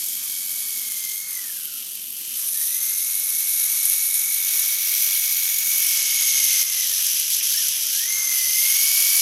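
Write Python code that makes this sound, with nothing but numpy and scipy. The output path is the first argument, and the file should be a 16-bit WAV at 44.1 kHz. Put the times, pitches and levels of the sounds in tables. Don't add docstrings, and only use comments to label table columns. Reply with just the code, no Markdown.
import sys
import numpy as np
from scipy import signal
from scipy.fft import rfft, irfft, next_fast_len
from scipy.io import wavfile
from scipy.ndimage import uniform_filter1d, map_coordinates

SR = 44100
rng = np.random.default_rng(int(sys.argv[2]) if len(sys.argv) > 2 else 0)


def store_pcm(level_fs):
    pcm = np.round(np.clip(level_fs, -1, 1) * 32767).astype(np.int16)
    wavfile.write(sys.argv[1], SR, np.atleast_2d(pcm).T)


def boost(x):
    u = np.asarray(x, float) / 20
    return 10 ** u


N = 406161

# hz, level_db (per Hz)
ROOM_SPECTRUM = [(15, -59), (25, -31), (93, -16.5), (122, -5.5), (270, 0), (362, -5), (447, -9.5),
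                 (492, -7.5), (608, -11), (703, -10), (775, -18), (926, -14), (1200, -17), (1560, -49),
                 (2640, -120)]
# start_s, pitch_hz, level_db
FAR_DRONE = [(5.55, 197.2, -61.5), (6.6, 195, -62.5), (7.2, 178.7, -65), (7.8, 174.5, -67.5)]
FAR_MURMUR = [(0, 236, -64), (.9, 237, -64.5)]
# start_s, pitch_hz, level_db
SECOND_MOTOR = [
    [(2.38, 640, -70), (2.5, 705, -66), (2.7, 741, -70), (5.3, 739, -63.5), (6.9, 735, -64),
     (7.1, 690, -66), (7.3, 535, -67)],
    [(8.0, 485, -68), (8.45, 520, -70), (8.7, 630, -64), (8.9, 697, -59), (9.21, 697, -60)],
]
THIRD_MOTOR = [
    [(0, 710, -72), (.3, 712, -68), (1.3, 708, -72)],
    [(3.2, 690, -76), (5.3, 708, -71), (6.2, 690, -69), (6.5, 708, -68), (6.9, 712, -69), (7.1, 670, -67),
     (7.35, 715, -66)],
    [(7.5, 600, -71), (7.65, 645, -66), (7.82, 500, -65), (7.97, 570, -67)],
    [(8.05, 722, -69), (8.45, 668, -66), (8.75, 700, -66), (9, 718, -63), (9.21, 716, -63)],
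]
# start_s, level_db (peak), pitch_hz
BUMPS = [
    (2.214, -53, 300),
    (3.855, -51, 130),
    (8.833, -51, 222),
    (8.834, -49, 560),
]
# start_s, level_db (peak)
SNAGS = [(0.0867, -5), (0.7562, -9), (2.1725, -17), (2.392, -9), (2.5321, -10), (2.612, 0), (3.4715, -11),
         (3.6775, -6), (3.7539, -6), (3.8601, 3), (4.141, 7), (4.1914, -6), (5.3852, -7), (5.4415, -9),
         (5.5853, 5), (5.7284, -3), (5.9818, -4), (6.0267, 2), (6.1589, -1), (6.3899, -1), (6.4487, -6),
         (6.6134, -4), (7.0646, 0), (7.3023, 0), (7.5592, 0), (7.6829, 3), (8.5749, -5), (8.6547, -1),
         (9.1306, 2), (9.1646, 1)]

# start_s, level_db
RATTLE_LEVEL = [(0, -28), (1.0, -28.5), (1.4, -29), (1.5, -31), (2.1, -34), (2.62, -23), (3.2, -23.5),
                (3.92, -20), (4.4, -26.5), (5.0, -21), (5.8, -24), (6.55, -20), (7.1, -22), (7.7, -22.5),
                (8.05, -23.5), (8.3, -24), (8.7, -20), (9.21, -19.5)]
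# start_s, side (number)
FACING = [(1.3, 0), (1.6, 1), (2.35, 1), (2.5, 2), (4.3, 2), (4.75, 3), (5.7, 3), (6, 4), (8.1, 4),
          (8.4, 5)]
# body_db, lid_db, shell_db, fizz_db
SIDE_LEVELS = [(-51.5, -13, -6, -0.1), (-49.5, -11, -5.5, 0.4), (-51, -16.5, -8.5, -0.2),
               (-49.5, -11, -7, -0.1), (-48.5, -9.5, -3, -0.6), (-48, -10.5, -4.5, 0.6)]
# hz, level_db (per Hz)
BODY_SPECTRUM = [(240, -38), (400, -18), (650, -22.5), (719, -18), (800, -16), (1200, -7), (1310, -7.5),
                 (2000, -4), (2600, -2.5), (4400, -120)]
# hz, level_db (per Hz)
LID_SPECTRA = [
    [(1440, -27), (2450, -10), (2640, -11), (2780, -14), (3180, -0.5), (3630, -7.5), (4900, -8.5),
     (6370, -22), (10800, -120)],
    [(1350, -35), (2300, -17), (3090, -4), (3300, -9), (3690, -12), (4900, -15), (6370, -42), (10800, -120)],
    [(1440, -22), (2450, -7), (3050, -7.5), (3910, 0.5), (4900, -11.5), (6370, -37), (10800, -120)],
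    [(1440, -18), (2450, -2), (2740, -5), (3220, 0), (4200, -0.5), (4900, -2.5), (6370, -28), (10800, -120)],
    [(1440, -18), (2450, -2), (3130, 1.5), (3300, 1.5), (3660, -10), (4600, -8.5), (4900, 1), (6370, 0),
     (10800, -120)],
    [(1440, -25), (2450, -5.5), (2790, -5), (3060, 0), (3770, -5.5), (4900, -4.5), (6370, -26),
     (10800, -120)],
]
# hz, level_db (per Hz)
SHELL_SPECTRA = [
    [(2880, -17), (4900, -6.5), (6240, -2.5), (6960, -3), (8200, -6), (10700, -38), (18000, -120)],
    [(2880, -15), (4900, -9.5), (6130, -4.5), (7640, -11), (8200, -7), (10700, -12), (18000, -120)],
    [(2880, -21), (4900, -11.5), (6040, -1), (7140, -9), (8200, -7), (10700, -21), (18000, -120)],
    [(2880, -44), (4900, -6), (6060, 5.5), (6800, -10), (7220, -5.5), (8200, -6), (10700, -25),
     (18000, -120)],
    [(2880, -9), (4900, -8), (6050, 0.5), (7130, -9), (7720, -6.5), (8200, -12.5), (10700, -17),
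     (18000, -120)],
    [(2880, -27), (4900, -3.5), (5990, 1.5), (6610, -3.5), (7190, -6), (8200, -11), (10700, -39),
     (18000, -120)],
]
# hz, level_db (per Hz)
FIZZ_SPECTRA = [
    [(4820, -38), (8200, -58), (8500, -5.5), (10100, -5), (11000, -2), (13500, -2), (15200, -20),
     (16000, -26)],
    [(4820, -34), (8200, -12.5), (9800, -4), (12300, 2.5), (13600, -4), (14700, -25), (16000, -19)],
    [(4820, -46), (8200, -28), (8770, -3), (9780, -3), (10400, 2), (12600, 1.5), (14300, -7.5),
     (16000, -37)],
    [(4820, -43), (8200, -20), (8940, -6.5), (9830, -7), (12200, -1), (14600, -7), (16000, -23)],
    [(4820, -43), (8200, -20.5), (9250, -1.5), (9890, -5.5), (10700, 3), (12400, 0.5), (13700, -3),
     (14900, -19), (16000, -22)],
    [(4820, -41), (8200, -11), (10100, -0.5), (12400, 1.5), (13600, -4), (14800, -14), (16000, -21)],
]
# centre_s,
# length_s, lid_loss_db, bright_loss_db
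RESTS = [(1.37, 0.39, 7, 3), (1.967, .06, -1.5, -1), (2.416, 0.12, 5, 2), (4.47, .1, -0.5, 0),
         (5.68, 0.072, 2, -1), (7.274, .06, 1.5, 3), (7.414, 0.023, -3, 8), (7.76, 0.088, -2.5, 1.5),
         (8.207, .26, 7.5, 4)]

# start_s, wheel_speed (turns per s)
RUN_A = [(0, 45.5), (.7, 45.05), (.8, 44.1), (1.0, 42.3), (1.1, 42.3), (1.25, 43.65), (1.33, 42.9),
         (1.6, 31), (1.8, 27)]
RUN_B = [(2.55, 35.5), (2.8, 41.7), (3.1, 43.7), (3.7, 44.6), (5.8, 44.65), (6.2, 43.83), (6.7, 42.06),
         (6.85, 39.5), (7.15, 30)]
RUN_C = [(7.52, 29), (7.59, 38.5), (7.66, 29)]
RUN_D = [(7.85, 27), (7.99, 34), (8.08, 41.3), (8.17, 42.7), (8.42, 40.6), (8.5, 41.1), (8.9, 45.04),
         (9.21, 45.47)]
# warble_rad, swell (share), lead_rad, second_db, third_db, fifth_db (overtones)
RUNOUT = [
    (0.65, 0.44, 2.7, 2.5, -5.5, 12),
    (1.37, 0.48, 1.25, -12, -1, 3),
    (1.1, 0.6, 0.28, -12, 10, -15),
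    (0.81, 0.35, 1.3, -2.5, -2.5, -8),
]
# start_s, level_db
SINGING_LEVEL = [(.22, -53), (.34, -49), (.7, -47), (1.05, -44), (1.3, -45.5), (1.8, -37.5), (2.5, -43),
                 (3.0, -46.5), (3.6, -42.5), (4.7, -39.5), (5.4, -38), (6.4, -34.5), (6.9, -40), (7.6, -35),
                 (8.1, -33.5), (8.45, -34.5), (8.8, -33.5), (9.21, -33)]
# centre_hz, width_hz, lift_db
SHELL_RING = (6190, 500, 11)
# start_s, drop_db, recovery_s
DUCKS = [
    (4.15, -2.5, 0.28),
    (6.632, 6.5, 0.16),
    (7.69, 1, 0.3),
]

TEETH = 50
FULL_SPEED = 45.6


def unit(x):
    return x / np.sqrt(np.mean(x ** 2) + 1e-20)


def curves(rows):
    s, *cols = np.transpose(rows)
    return [np.interp(np.arange(N) / SR, s, c) for c in cols]


def window(rows, fade=0.033):
    t = np.arange(N) / SR
    return np.clip(np.minimum(t - rows[0][0], rows[-1][0] - t) / fade + 1, 0, 1)


def wobble(rate):
    values = rng.standard_normal(int(N * rate / SR) + 4)
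    return map_coordinates(values, [np.arange(N) * rate / SR], order=1)


def turns(hz):
    return 2 * np.pi * np.cumsum(hz + np.zeros(N)) / SR


def coloured(x, points):
    m = next_fast_len(N + 8192)
    f, db = np.transpose(points)
    log_hz = np.log(np.fft.rfftfreq(m, 1 / SR) + 1)
    gain = boost(np.interp(log_hz, np.log(f), db, -120, -120))
    return unit(irfft(rfft(x, m) * gain, m)[:N])


def room():
    return boost(-61.5 + 1.1 * wobble(3)) * coloured(rng.standard_normal(N), ROOM_SPECTRUM)


def unsteady_tone(rows):
    hz, db = curves(rows)
    angle = turns(hz + 1.43 * wobble(5.4)) + 0.39 * wobble(12)
    return window(rows, fade=0.06) * boost(db + 2.5 * wobble(12)), angle


def far_machines():
    out = np.zeros(N)
    for rows in [FAR_DRONE, FAR_MURMUR]:
        loudness, angle = unsteady_tone(rows)
        out += loudness * np.sin(angle)
    return out


def motor_hum():
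    out = np.zeros(N)
    for rows in SECOND_MOTOR + THIRD_MOTOR:
        loudness, angle = unsteady_tone(rows)
        gears = np.sin(angle * 5 / 3) + 0.8 * np.sin(angle * 20 / 9)
        out += loudness * (np.sin(angle) + 1.3 * gears)
    return out


def bumps():
    out, t = np.zeros(N + 2000), np.arange(2000) / SR
    for s, db, hz in BUMPS:
        age = t * hz * 1.7
        push = age * np.exp(-age) * np.sin(2 * np.pi * hz * t)
        out[round(s * SR):][:2000] += boost(db + 12.5) * push
    return out[:N]


def snags():
    length = 130
    burst = np.zeros(N + length)
    for s, db in SNAGS:
        scrape = rng.standard_normal(length) * np.hanning(length)
        burst[round(s * SR):][:length] += boost(db - 12) * scrape
    bright = signal.butter(N=3, Wn=[7000, 13800], btype="band", fs=SR, output="sos")
    return signal.sosfilt(bright, burst)[:N]


def singer_speed():
    return curves(RUN_A + RUN_B + RUN_C + RUN_D)[0]


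def chatter():
    singer = turns(singer_speed())
    other = turns(47.0 + 0.62 * wobble(2.074))
    singer_beat = 0.58 * np.cos(singer) + 1.1 * np.cos(2 * singer)
    other_beat = 1.1 * np.cos(other) + 1.06 * np.cos(2 * other)
    shafts = 0.57 * np.cos(turns(235 + 2 * wobble(1.4))) + 1.5 * np.cos(5 * singer)
    clumps = 0.14 * wobble(9.7) + 0.35 * wobble(70) + 1.18 * wobble(300) + 1.9 * wobble(1200)
    return singer_beat + other_beat + shafts + clumps


def impacts(shake_db, depth):
    return boost(depth * shake_db + 0.8 * wobble(40)) * rng.standard_normal(N)


def faced(x, spectra, sides_db):
    side = curves(FACING)[0]
    out = np.zeros(N)
    for k, (spectrum, db) in enumerate(zip(spectra, sides_db)):
        share = np.sqrt(np.clip(1 - abs(side - k), 0, 1))
        out += share * boost(db) * coloured(x, spectrum)
    return out


def rattle():
    level_db, t = curves(RATTLE_LEVEL)[0], np.arange(N) / SR
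    resting = [np.exp(-(2 * (t - s) / length) ** 4) for s, length, _, _ in RESTS]
    lid_loss, bright_loss = np.transpose(RESTS)[2:] @ resting
    body_db, lid_db, shell_db, fizz_db = np.transpose(SIDE_LEVELS)
    shake_db = chatter()

    idle_db = 0.17 * (FULL_SPEED - singer_speed())
    body_swing_db = 0.62 * (level_db + 25.5) + 1.4 * wobble(14) - idle_db
    body = faced(impacts(shake_db, 0.25), [BODY_SPECTRUM] * len(SIDE_LEVELS), body_db)

    lid = faced(impacts(shake_db, 0.58), LID_SPECTRA, lid_db)
    shell = faced(impacts(shake_db, 0.38), SHELL_SPECTRA, shell_db)
    fizz = faced(impacts(shake_db, 0.88), FIZZ_SPECTRA, fizz_db)
    light_parts = boost(-lid_loss) * lid + boost(-bright_loss) * (shell + fizz)
    return boost(body_swing_db) * body + boost(level_db) * light_parts


def mesh():
    out, (level_db,) = np.zeros(N), curves(SINGING_LEVEL)
    ring_hz, width_hz, ring_db = SHELL_RING
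    for rows, runout in zip((RUN_A, RUN_B, RUN_C, RUN_D), RUNOUT):
        warble, swell, lead, second_db, third_db, fifth_db = runout
        speed = uniform_filter1d(curves(rows)[0], size=2600)
        wheel = turns(speed)
        slowing = FULL_SPEED - speed
        tone_db = level_db - 1.42 * np.maximum(slowing - 3.5, 0)
        lift_db = ring_db / (1 + ((3 * TEETH * speed - ring_hz) / width_hz) ** 2)
        slack = (0.31 + 0.032 * slowing) * wobble(30) + 0.41 * wobble(8)
        swing = unit(1 + swell * np.cos(wheel + lead) + 0.11 * np.cos(2 * wheel))
        voices = [(1, 0, 0.81, 0.048),
                  (2, second_db - 4 * slowing, 0.85, 0.1),
                  (3, third_db + lift_db + 0.84 * wobble(7), 2.15, 0.056),
                  (5, fifth_db - 4 * slowing, 3.0, 0.06)]
        for k, db, spread, smear in voices:
            rough = np.clip(0.1 * k + smear * slowing, 0, 0.97)
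            grit = np.sqrt(1 - rough ** 2) + 1.4 * rough * wobble(120 + 130 * k)
            warbling = spread * warble * (1.12 + 0.27 * wobble(4)) * np.sin(wheel)
            angle = k * (TEETH * wheel + slack) + warbling
            out += window(rows) * boost(tone_db + db + 3) * grit * swing * np.sin(angle)
    return out


def scene():
    background = room() + far_machines() + motor_hum() + bumps()
    return (background + snags() + rattle() + mesh())[None]


def ducking():
    t = np.arange(N) / SR
    drop_db = np.zeros(N)
    for s, db, recovery in DUCKS:
        drop_db += db * (t > s) * np.exp(-np.maximum(t - s, 0) / recovery)
    return boost(-drop_db)


def thin_treble(x, margin_db):
    hz, _, z = signal.stft(x, SR, nperseg=2048)
    bands = (abs(z[:1024]) ** 2).reshape(64, 16, -1).mean(axis=1)
    band_hz = hz[:1024:16, None]
    uneven = uniform_filter1d(rng.standard_normal(bands.shape), size=2, axis=1)
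    need_db = margin_db + 3 * (band_hz > 15100) + 3.7 * uneven
    weak = (bands < bands.mean(axis=0) * boost(-2 * need_db)) & (band_hz > 6800)
    z[:1024][np.repeat(weak, 16, axis=0)] = 0
    return signal.istft(z, SR, nperseg=2048)[1][:N]


def low_pass(x):
    return signal.sosfilt(signal.butter(12, 16130, fs=SR, output="sos"), x)


def record(dry):
    dry = dry * ducking()
    soft = dry / (1 + abs(dry / 0.75) ** 4) ** 0.25
    m = next_fast_len(N)
    below_top = np.fft.rfftfreq(m, 1 / SR) < 16100
    kept = irfft(rfft(soft, m) * below_top, m)[:, :N]
    mix = thin_treble(kept[0], margin_db=13.0)[None]
    return low_pass(mix)


dry = scene()
out = record(dry)
store_pcm(out)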